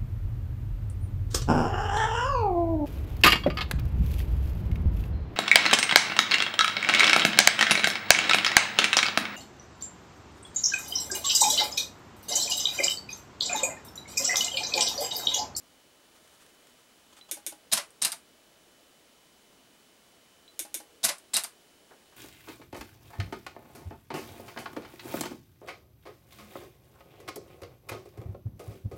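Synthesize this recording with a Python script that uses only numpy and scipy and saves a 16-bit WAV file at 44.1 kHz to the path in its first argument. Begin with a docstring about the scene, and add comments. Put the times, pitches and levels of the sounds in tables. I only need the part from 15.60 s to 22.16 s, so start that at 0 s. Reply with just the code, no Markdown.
"""A quiet room hisses, electronics whine faintly, and something rustles as it is handled.
Then a water-drop photo rig fires twice. Each time, the spring of a trigger switch pings, and a
solenoid valve (a plunger pulled by a magnet) snaps open and falls softly shut for each of two drops.
A reflex camera throws up its mirror, runs its shutter and resets: its parts hit each other, crack
through the case and ring. Two soft bumps come at the end."""
import sys
import numpy as np
from scipy import signal
from scipy.fft import rfft, irfft
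from scipy.io import wavfile
from scipy.ndimage import uniform_filter1d

SR = 44100
rng = np.random.default_rng(int(sys.argv[2]) if len(sys.argv) > 2 else 0)


def master_out(mix):
    """Clip the mix to full scale and print it as 16-bit PCM to the path in sys.argv[1]."""
    frames = np.transpose(np.atleast_2d(mix))
    ceiling = np.clip(frames, -1, 1)
    pcm = np.round(ceiling * 32767).astype(np.int16)
    wavfile.write(sys.argv[1], SR, pcm)


N = 289428
RING_TIME = np.arange(SR // 2) / SR   # seconds since a blow

# A colour says how strong each pitch is. A mode is one note a part rings at; t60 is its time to fade 60 dB.
# echoes from nearby surfaces (delay [s], level [dB])
ROOM_ECHOES = [(.0019, -4), (.0024, -7), (.0051, -10), (.0062, -5), (.0067, -9), (.0086, -11)]
# how long the room rings (frequency [Hz], t60 [s])
ROOM_DECAY = [(150, 0.14), (500, 0.18), (1500, 0.22), (4000, 0.15), (9000, 0.17), (15000, 0.15)]
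# room air and hiss (frequency [Hz], level [dB])
AIR_COLOUR = [(25, -12), (45, -8), (80, -4), (110, -7), (170, -2.5), (250, 0), (450, -3), (620, -2.5),
              (900, -5), (2000, -8), (3400, -7.5), (5000, -10.5), (10000, -13.5), (14000, -19),
              (16000, -21)]
# the room's low rumble (low edge [Hz], high edge [Hz], level [dB])
RUMBLE_BANDS = [(220, 300, -77), (300, 400, -77.5), (400, 500, -76.5), (540, 680, -78)]
# whine of the electronics (frequency [Hz], level [dB])
WHINE_TONES = [(3008, -73.5), (15644, -84)]

# how the rustle rises and falls (time [s], level [dB])
RUSTLE_LEVELS = [(.4, -76), (.65, -65.5), (.82, -66), (1, -73), (1.1, -67), (1.3, -76), (1.48, -73),
                 (1.57, -62), (1.62, -72)]
# the handled thing snags (time [s], level [dB])
RUSTLE_SNAGS = [(.676, -36), (0.863, -34.5), (.947, -38), (1.07, -34)]
# colour of the rustle (frequency [Hz], level [dB])
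RUBBING_COLOUR = [(150, -7), (600, -3), (1400, 5.5), (2300, 0.5), (3500, 1), (4500, -4), (9000, -1),
                  (15000, -14)]

# soft scuffs of handled plastic (time [s], level [dB])
SCUFFS = [(1.524, -49), (1.563, -49.5), (1.582, -50), (1.686, -48)]
# colour of the scuffs (frequency [Hz], level [dB])
SCUFF_COLOUR = [(200, 2), (600, 3), (1300, 4), (2400, -4), (3500, 8), (4300, 2), (9000, -3), (15000, -24)]
# the trigger switch is pressed (time [s], level [dB])
PRESSES = [(1.6118, -40), (4.8785, -43)]
# the switch's spring (frequency [Hz], level [dB], t60 [s])
SPRING_MODES = [(4000, -7.5, 0.15), (3900, 0, 0.009), (3300, 2, 0.007)]

# the valve opens to let a drop go (time [s], level [dB])
VALVE_OPENINGS = [(1.7128, -7.5), (1.8646, -8.5), (4.9925, -7.5), (5.143, -8)]
# colour of the valve's snap (frequency [Hz], level [dB])
SNAP_COLOUR = [(150, -31), (300, -15), (580, -18.5), (900, -16), (1200, -21.5), (1550, -16.5), (2300, -13),
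               (3500, -8), (4600, -9.5), (6000, -4), (8800, -1.5), (10500, 0.5), (12300, -4), (13500, -12),
               (14500, -14), (16000, -29)]
# pitches the valve's housing boosts (frequency [Hz], width [Hz], boost [dB])
HOUSING_PEAKS = [(2230, 120, 7), (3560, 120, 5), (5850, 80, 5), (6450, 110, 7), (6900, 130, 6),
                 (8290, 60, 6), (8750, 220, 5), (9230, 110, 9), (10350, 90, 5), (10620, 80, 5),
                 (11000, 80, 6), (12200, 130, 8)]
# the valve's steel shell, knocked by the plunger (frequency [Hz], level [dB], t60 [s])
STEEL_SHELL_MODES = [(580, -34.5, 0.033), (1530, -45, 0.11), (2200, -44.5, 0.14), (2350, -39, .05),
                     (2595, -50, 0.088)]
# the arm holding the valve (frequency [Hz], level [dB], t60 [s])
ARM_MODES = [(327, -25.5, 0.055), (420, -37.5, 0.072)]
# colour of the plunger's tap on its rubber seat (frequency [Hz], level [dB])
TAP_COLOUR = [(150, -10), (600, 8), (900, 1.5), (1200, -2), (1550, 1), (3300, -4.5), (6000, -0.5),
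              (14000, -31)]
# the rubber seat and its mount (frequency [Hz], level [dB], t60 [s])
RUBBER_SEAT_MODES = [(826, 0, 0.17), (590, 2, 0.059), (314, -5, 0.18), (1510, -13, .12)]

# photographs (mirror rises [s], camera resets [s], extra lever ring as the mirror rises [dB])
PHOTOS = [(2.124, 2.423, 3.5), (5.4394, 5.7409, 2)]
# parts sliding before they strike (frequency [Hz], level [dB])
SCRAPE_COLOUR = [(200, -15), (900, -6.5), (2500, -8), (3800, 4), (5500, 2), (9000, -3.5), (12000, -14),
                 (16000, -23)]
# A contact is one part hitting another. These six tables list them as
# (time [s], blow [dB], extra treble [dB], lever ring [dB], latch ring [dB]).
# Timed from the start of their own movement:
MIRROR_UP_CONTACTS = [(0, -10, 2, -16, -25), (.004, -11, 8, -19, -16), (.0075, -8, 1, -20, -22),
                      (0.0104, -5.5, 5.5, -21, -15.5), (0.0154, -10.5, -12, -37, -28),
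                      (.0238, -14, -23, -45, -24)]
SHUTTER_OPEN_CONTACTS = [(0, -10, -30, -29, -49), (.0045, -5.5, -13, -28, -37), (.008, -7.5, -16, -32, -42),
                         (0.0131, -15, -16, -36, -38)]
SHUTTER_CLOSE_CONTACTS = [(0, -17, -2, -24, -22), (.0038, -12.5, 2, -24, -8)]
MIRROR_DOWN_CONTACTS = [(0, -7, 5.5, -29, -18), (.0028, -9.5, -14, -14, -15), (.006, -9, -8, -35, -19),
                        (0.0104, -17.5, -18, -34, -33), (.019, -13, -22, -43, -38)]
LAST_LATCH_CONTACTS = [(0, -21, -3, -42, -23), (.0047, -18.5, 1.5, -36, -39), (.0094, -19.5, -16, -50, -38)]
# Timed from the start of the scene: the cocking lever rattles as it readies the shutter again
COCKING_CONTACTS = [(2.429, -15, -5, -29, -19), (2.4304, -15, -8, -26, -19), (2.437, -19, -3, -16.5, -20),
                    (2.4424, -19, -6, -17, -24), (5.7455, -12, -7, -26, -21), (5.7488, -14, 0, -12.5, -19),
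                    (5.755, -19, -12, -17, -20), (5.7595, -24, -10, -8.5, -30)]
# a small catch ticks while the shutter is open (same columns as COCKING_CONTACTS)
CATCH_CONTACTS = [(2.305, -47, 6, -60, -43), (5.583, -41, 10, -60, -39)]
# colour of the camera's case (frequency [Hz], level [dB])
CAMERA_COLOUR = [(50, -70), (105, -51), (160, -10), (250, -16.5), (350, -13), (480, -15.5), (680, -5.5),
                 (1000, -4.5), (1500, -5), (4000, -2.5), (7000, -1), (11000, .5), (13000, -5.5),
                 (16000, -29)]
# pitches the case boosts (frequency [Hz], width [Hz], boost [dB])
CAMERA_PEAKS = [(657, 35, 5), (2030, 50, 3), (2770, 60, 3), (3760, 100, 3), (4240, 60, 3), (4500, 120, 3),
                (4810, 110, 5), (5240, 60, 6), (5890, 150, 3), (8090, 60, 3), (8500, 60, 3), (9650, 90, 4),
                (10130, 90, 4), (10410, 60, 4)]
# camera parts that ring (frequency [Hz], level [dB], t60 [s])
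MIRROR_LEVER_MODES = [(3696, -9, 0.015), (3920, -2.5, 0.014), (4160, -5, .012), (4800, -12, 0.017),
                      (5230, -8, 0.012)]
SMALL_LATCH_MODES = [(7740, -4, 0.01), (8540, -3.5, 0.01), (8740, -4.5, 0.013), (9300, -2, 0.0075)]
MIRROR_BOX_MODES = [(659, -28.5, 0.066), (3770, -27, 0.052), (10060, -20, 0.051)]   # as the mirror swings up
ROCKING_MODES = [(159, 4, 0.057), (207, 6, 0.046), (254, -0.5, 0.054)]   # the whole camera
SHUTTER_FRAME_MODES = [(580, 0, 0.11), (1000, -9, .09), (1045, -13, 0.21), (1175, -7, .12),
                       (2000, -1, 0.11), (2125, -7, .12), (2433, -9, .12), (4330, -5, .06)]
MIRROR_LANDING_MODES = [(2785, 0, .12), (4270, -4, .08), (5230, -2, .11), (9640, -3, .07)]   # the mirror, back on its stop
LAST_LATCH_MODES = [(3700, -11, .02), (4680, -13, .02), (4830, -13, .02), (8600, -5, .008),
                    (8850, -2, .009), (9080, -5, .008), (12900, -9, .008), (13400, -10, .008)]
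SETTLING_MODES = [(690, -2, .07), (900, -2, .07), (1220, 0, .04), (1400, 0, .04), (2130, -1, .05),
                  (2330, -4, .05)]   # a dull knock as the mechanism settles
# the mirror jolts the camera as it starts and stops (delay [s], level [dB])
MIRROR_UP_JOLTS = [(.001, -39), (.019, -39)]
MIRROR_DOWN_JOLTS = [(0, -46), (.027, -45)]

# soft bumps near the rig (time [s], level [dB])
SOFT_BUMPS = [(6.303, -23), (6.518, -30)]
# their dull colour (frequency [Hz], level [dB])
THUD_COLOUR = [(100, -14), (400, 0), (850, -1), (1700, -5), (2400, -15), (8000, -32)]
# pitches the bumped thing boosts (frequency [Hz], width [Hz], boost [dB])
THUD_PEAKS = [(420, 70, 6), (800, 100, 4), (1650, 120, 6)]

MIRROR_DOWN_LAG_S, LATCH_LAG_S = .0255, .096   # after the camera's reset


def from_db(db):
    """Turn decibels into a number to multiply by."""
    return 10 ** (np.asarray(db) / 20)


def unit(x):
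    """Scale a sound to an energy of one."""
    return x / np.sqrt(np.sum(x ** 2) + 1e-20)


def at_hz(points, hz):
    """Read between a table's rows, giving every octave equal space."""
    known_hz, values = np.transpose(points)
    return np.interp(np.log(hz + 0.00057), np.log(known_hz), values)


def dying(t60):
    """A fade that is 60 dB down after t60 seconds."""
    return np.exp(-np.log(1000) * RING_TIME / t60)


def rising(rise_s):
    """A swell from zero towards one."""
    return 1 - np.exp(-RING_TIME / rise_s)


def wander(rate_hz):
    """A smooth random drift with a spread of one."""
    width = round(SR / rate_hz)
    slow = uniform_filter1d(uniform_filter1d(rng.standard_normal(N), width), width)
    return slow / slow.std()


def add(track, s, sound):
    """Mix a sound into a track, starting at s seconds."""
    i = round(s * SR)
    track[i:i + len(sound)] += sound[:len(track) - i]


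def through(x, response):
    """Pass a sound through an object or room, given its response to one click."""
    return signal.fftconvolve(x, response)[:len(x)]


def brighten(x, db, corner_hz):
    """Raise or lower the treble above corner_hz."""
    dull = signal.lfilter(*signal.butter(1, corner_hz, fs=SR), x)
    return dull + from_db(db) * (x - dull)


def body(colour, peaks=(), size=8192):
    """How an object answers one click: a broad colour with a few boosted pitches."""
    hz = np.arange(size // 2 + 1) * SR / size
    boost_db = sum(lift / (1 + (2 * (hz - centre) / width) ** 2) for centre, width, lift in peaks)
    cepstrum = irfft(np.log(from_db(at_hz(colour, hz) + boost_db)))[:size // 2]
    cepstrum[1:] *= 2   # minimum phase: nothing sounds before the blow
    return unit(irfft(np.exp(rfft(cepstrum, size))))


def ring(modes, rise_s):
    """A struck part's notes build up quickly, then fade."""
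    notes = sum(from_db(db) * dying(t60) * np.sin(2 * np.pi * (hz * RING_TIME + rng.random()))
                for hz, db, t60 in modes)
    return rising(rise_s) * notes


def struck(events, modes, rise_s):
    """The same part rings at every (time, level) event."""
    out, sound = np.zeros(N), ring(modes, rise_s)
    for s, db in events:
        add(out, s, from_db(db) * sound)
    return out


def puffs(events, shape):
    """A fresh burst of noise, swelling and fading as shape does, at every (time, level) event."""
    out = np.zeros(N)
    for s, db in events:
        add(out, s, from_db(db) * unit(rng.standard_normal(len(shape)) * shape))
    return out


def crack(t60, size=1024):
    """The tiny rattle of one hard contact, about equally strong at all pitches."""
    decay = dying(t60)[:size]
    burst = rng.standard_normal(size) * decay
    limit = 1.5 * unit(decay)
    for _ in range(3):
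        even = irfft(np.exp(1j * np.angle(rfft(burst))))   # level out the pitches
        burst = np.clip(even, -limit, limit)   # keep it fading
    return unit(burst)


def room(echo_db, tail_db, build_s, treble_db=0):
    """How the room answers a click: the click itself, nearby echoes and a tail fading band by band."""
    size, edges = len(RING_TIME), np.geomspace(60, 18000, 13)
    hz, white = np.fft.rfftfreq(size, 1 / SR), rfft(rng.standard_normal(size))
    tail = np.zeros(size)
    for low, high in zip(edges, edges[1:]):
        band = irfft(white * (hz >= low) * (hz < high), size)
        tail += band * dying(at_hz(ROOM_DECAY, np.sqrt(low * high)))
    response = brighten(from_db(tail_db) * unit(tail * rising(build_s)), treble_db, corner_hz=2520)
    response[0] += 1   # the direct sound
    for delay, db in ROOM_ECHOES:
        add(response, delay, from_db(db + echo_db) * crack(t60=0.0012))
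    return response


def room_air(hiss_db=-61.2, waver_db=3.5):
    """The room's steady hiss and a low rumble that wavers band by band."""
    hiss = through(rng.standard_normal(N), body(AIR_COLOUR))
    air = from_db(hiss_db) * np.sqrt(N) * unit(hiss)
    for low_hz, high_hz, db in RUMBLE_BANDS:
        bandpass = signal.butter(2, [low_hz, high_hz], "band", fs=SR, output="sos")
        band = signal.sosfilt(bandpass, rng.standard_normal(N))
        air += from_db(db + waver_db * wander(rate_hz=7)) * band / band.std()
    return air


def whine():
    """Electronics give off two thin, steady tones."""
    t = np.arange(N) / SR
    return sum(np.sqrt(2) * from_db(db) * np.sin(2 * np.pi * hz * t) for hz, db in WHINE_TONES)


def rustle(clump_db=3):
    """Something handled rubs faintly, in uneven clumps, and snags now and then."""
    times, levels = np.transpose(RUSTLE_LEVELS)
    level_db = np.interp(np.arange(N) / SR, times, levels, left=-120, right=-120)
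    rubbing = from_db(level_db + clump_db * wander(rate_hz=45)) * rng.standard_normal(N)
    snags = puffs(RUSTLE_SNAGS, dying(t60=0.029))
    return through(rubbing + snags, body(RUBBING_COLOUR))


def switch():
    """The trigger's plastic scuffs softly under the hand and its small spring pings."""
    scuffs = through(puffs(SCUFFS, rising(.003) * dying(.035)), body(SCUFF_COLOUR))
    scuffs = through(scuffs, room(echo_db=20, tail_db=9, build_s=0.0037))
    return scuffs + struck(PRESSES, SPRING_MODES, rise_s=0.000065)


def valve(travel_s=0.002004, arm_lag_s=0.0112, open_s=.0564, seat_db=-47.5):
    """The plunger snaps open, ringing the shell and arm, then falls back on its rubber seat."""
    snaps, taps = np.zeros(N), np.zeros(N)
    paths = room(echo_db=0, tail_db=2, build_s=.004)
    snap = through(paths, np.convolve(crack(t60=.002), body(SNAP_COLOUR, HOUSING_PEAKS)))
    closings = [(s + open_s, seat_db) for s, _ in VALVE_OPENINGS]
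    for s, db in VALVE_OPENINGS:
        add(snaps, s, from_db(db + 1) * snap)
    for s, db in closings:
        add(taps, s, from_db(db + 15) * crack(t60=0.033))
    arm = struck([(s + arm_lag_s, db) for s, db in VALVE_OPENINGS], ARM_MODES, rise_s=0.012)
    shell = struck([(s + travel_s, db) for s, db in VALVE_OPENINGS], STEEL_SHELL_MODES, rise_s=0.00076)
    taps = through(through(taps, body(TAP_COLOUR)), room(echo_db=6, tail_db=2.5, build_s=0.0067))
    return snaps + shell + arm + taps + struck(closings, RUBBER_SEAT_MODES, rise_s=0.0024)


def scrapes(release_s=.009, curtain_s=.0072, level_db=-32.5):
    """The release lever slides before the mirror rises; the closing curtain slides before the reset."""
    out = np.zeros(N)
    for rise, reset, _ in PHOTOS:
        for end, length in ((rise, release_s), (reset, curtain_s)):
            speed = np.sin(np.linspace(0, np.pi, round(length * SR)))
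            add(out, end - length, from_db(level_db) * speed * rng.standard_normal(len(speed)))
    return through(through(out, body(SCRAPE_COLOUR)), room(echo_db=-4.5, tail_db=4, build_s=.004))


def movement(start, contacts, extra_lever_db=0):
    """The contacts of one movement, set going at start seconds."""
    return [(start + delay, db, treble_db, lever_db + extra_lever_db, latch_db)
            for delay, db, treble_db, lever_db, latch_db in contacts]


def shutter_cycles(open_lag_s=.046, close_lead_s=.004, frame_lag_s=.015, frame_db=-35):
    """When parts hit in each photo: mirror up, shutter open and shut, recocking, mirror down, latch."""
    contacts, jolts, frame_hits = CATCH_CONTACTS + COCKING_CONTACTS, [], []
    for rise, reset, extra_lever_db in PHOTOS:
        contacts += movement(rise, MIRROR_UP_CONTACTS, extra_lever_db)
        contacts += movement(rise + open_lag_s, SHUTTER_OPEN_CONTACTS)
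        contacts += movement(reset - close_lead_s, SHUTTER_CLOSE_CONTACTS)
        contacts += movement(reset + MIRROR_DOWN_LAG_S, MIRROR_DOWN_CONTACTS)
        contacts += movement(reset + LATCH_LAG_S, LAST_LATCH_CONTACTS)
        jolts += [(rise + delay, db) for delay, db in MIRROR_UP_JOLTS]
        jolts += [(reset + delay, db) for delay, db in MIRROR_DOWN_JOLTS]
        frame_hits.append((rise + open_lag_s + frame_lag_s, frame_db))
    return contacts, jolts, frame_hits


def camera(mirror_db=-31.5, last_latch_db=-22.5, rebound_s=.0037, settle_lag_s=.008, settle_db=-38):
    """Each contact cracks through the case and rings the metal parts; the mirror rocks the camera."""
    cracks, metal, case = np.zeros(N), np.zeros(N), body(CAMERA_COLOUR, CAMERA_PEAKS)
    contacts, jolts, frame_hits = shutter_cycles()
    for s, db, treble_db, lever_db, latch_db in contacts:
        blow = brighten(crack(t60=0.0092), treble_db, corner_hz=5950)   # harder contacts are brighter
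        # every spot on the case has its own way through the room
        paths = room(echo_db=-3, tail_db=0.2, build_s=0.0037, treble_db=-4.5)
        add(cracks, s, from_db(db + 4) * through(paths, np.convolve(case, blow)))
        add(metal, s, from_db(lever_db) * ring(MIRROR_LEVER_MODES, rise_s=0.0011))
        add(metal, s, from_db(latch_db) * ring(SMALL_LATCH_MODES, rise_s=0.00088))
    for rise, reset, _ in PHOTOS:
        add(metal, rise, ring(MIRROR_BOX_MODES, rise_s=0.0042))
        landing = from_db(mirror_db) * ring(MIRROR_LANDING_MODES, rise_s=0.002)
        add(metal, reset + MIRROR_DOWN_LAG_S, landing)
        for delay in (0, rebound_s):   # the last latch catches, then bounces once
            latch = from_db(last_latch_db) * ring(LAST_LATCH_MODES, rise_s=0.0003)
            add(metal, reset + LATCH_LAG_S + delay, latch)
    metal = through(metal, room(echo_db=-17, tail_db=-10, build_s=.005))
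    knocks = [(reset + LATCH_LAG_S + settle_lag_s, settle_db) for _, reset, _ in PHOTOS]
    settling = struck(knocks, SETTLING_MODES, rise_s=0.0047)
    bass_cut = signal.butter(2, 110, "high", fs=SR, output="sos")
    rocking = signal.sosfilt(bass_cut, struck(jolts, ROCKING_MODES, rise_s=0.0052))
    mechanism = scrapes() + cracks + metal + rocking + settling
    return mechanism + struck(frame_hits, SHUTTER_FRAME_MODES, rise_s=.002)


def bumps():
    """Something near the rig is bumped softly: dull thuds that swell and fade."""
    return through(puffs(SOFT_BUMPS, rising(.02) * dying(.14)), body(THUD_COLOUR, THUD_PEAKS))


def scene():
    """All the sounds together in one channel."""
    return (switch() + valve() + camera() + rustle() + bumps() + room_air() + whine())[None]


def record(dry):
    """Cut the highest treble steeply, above 16300 Hz."""
    return signal.sosfilt(signal.ellip(10, .1, 80, 16300, fs=SR, output="sos"), dry)


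dry = scene()
out = record(dry)
master_out(out)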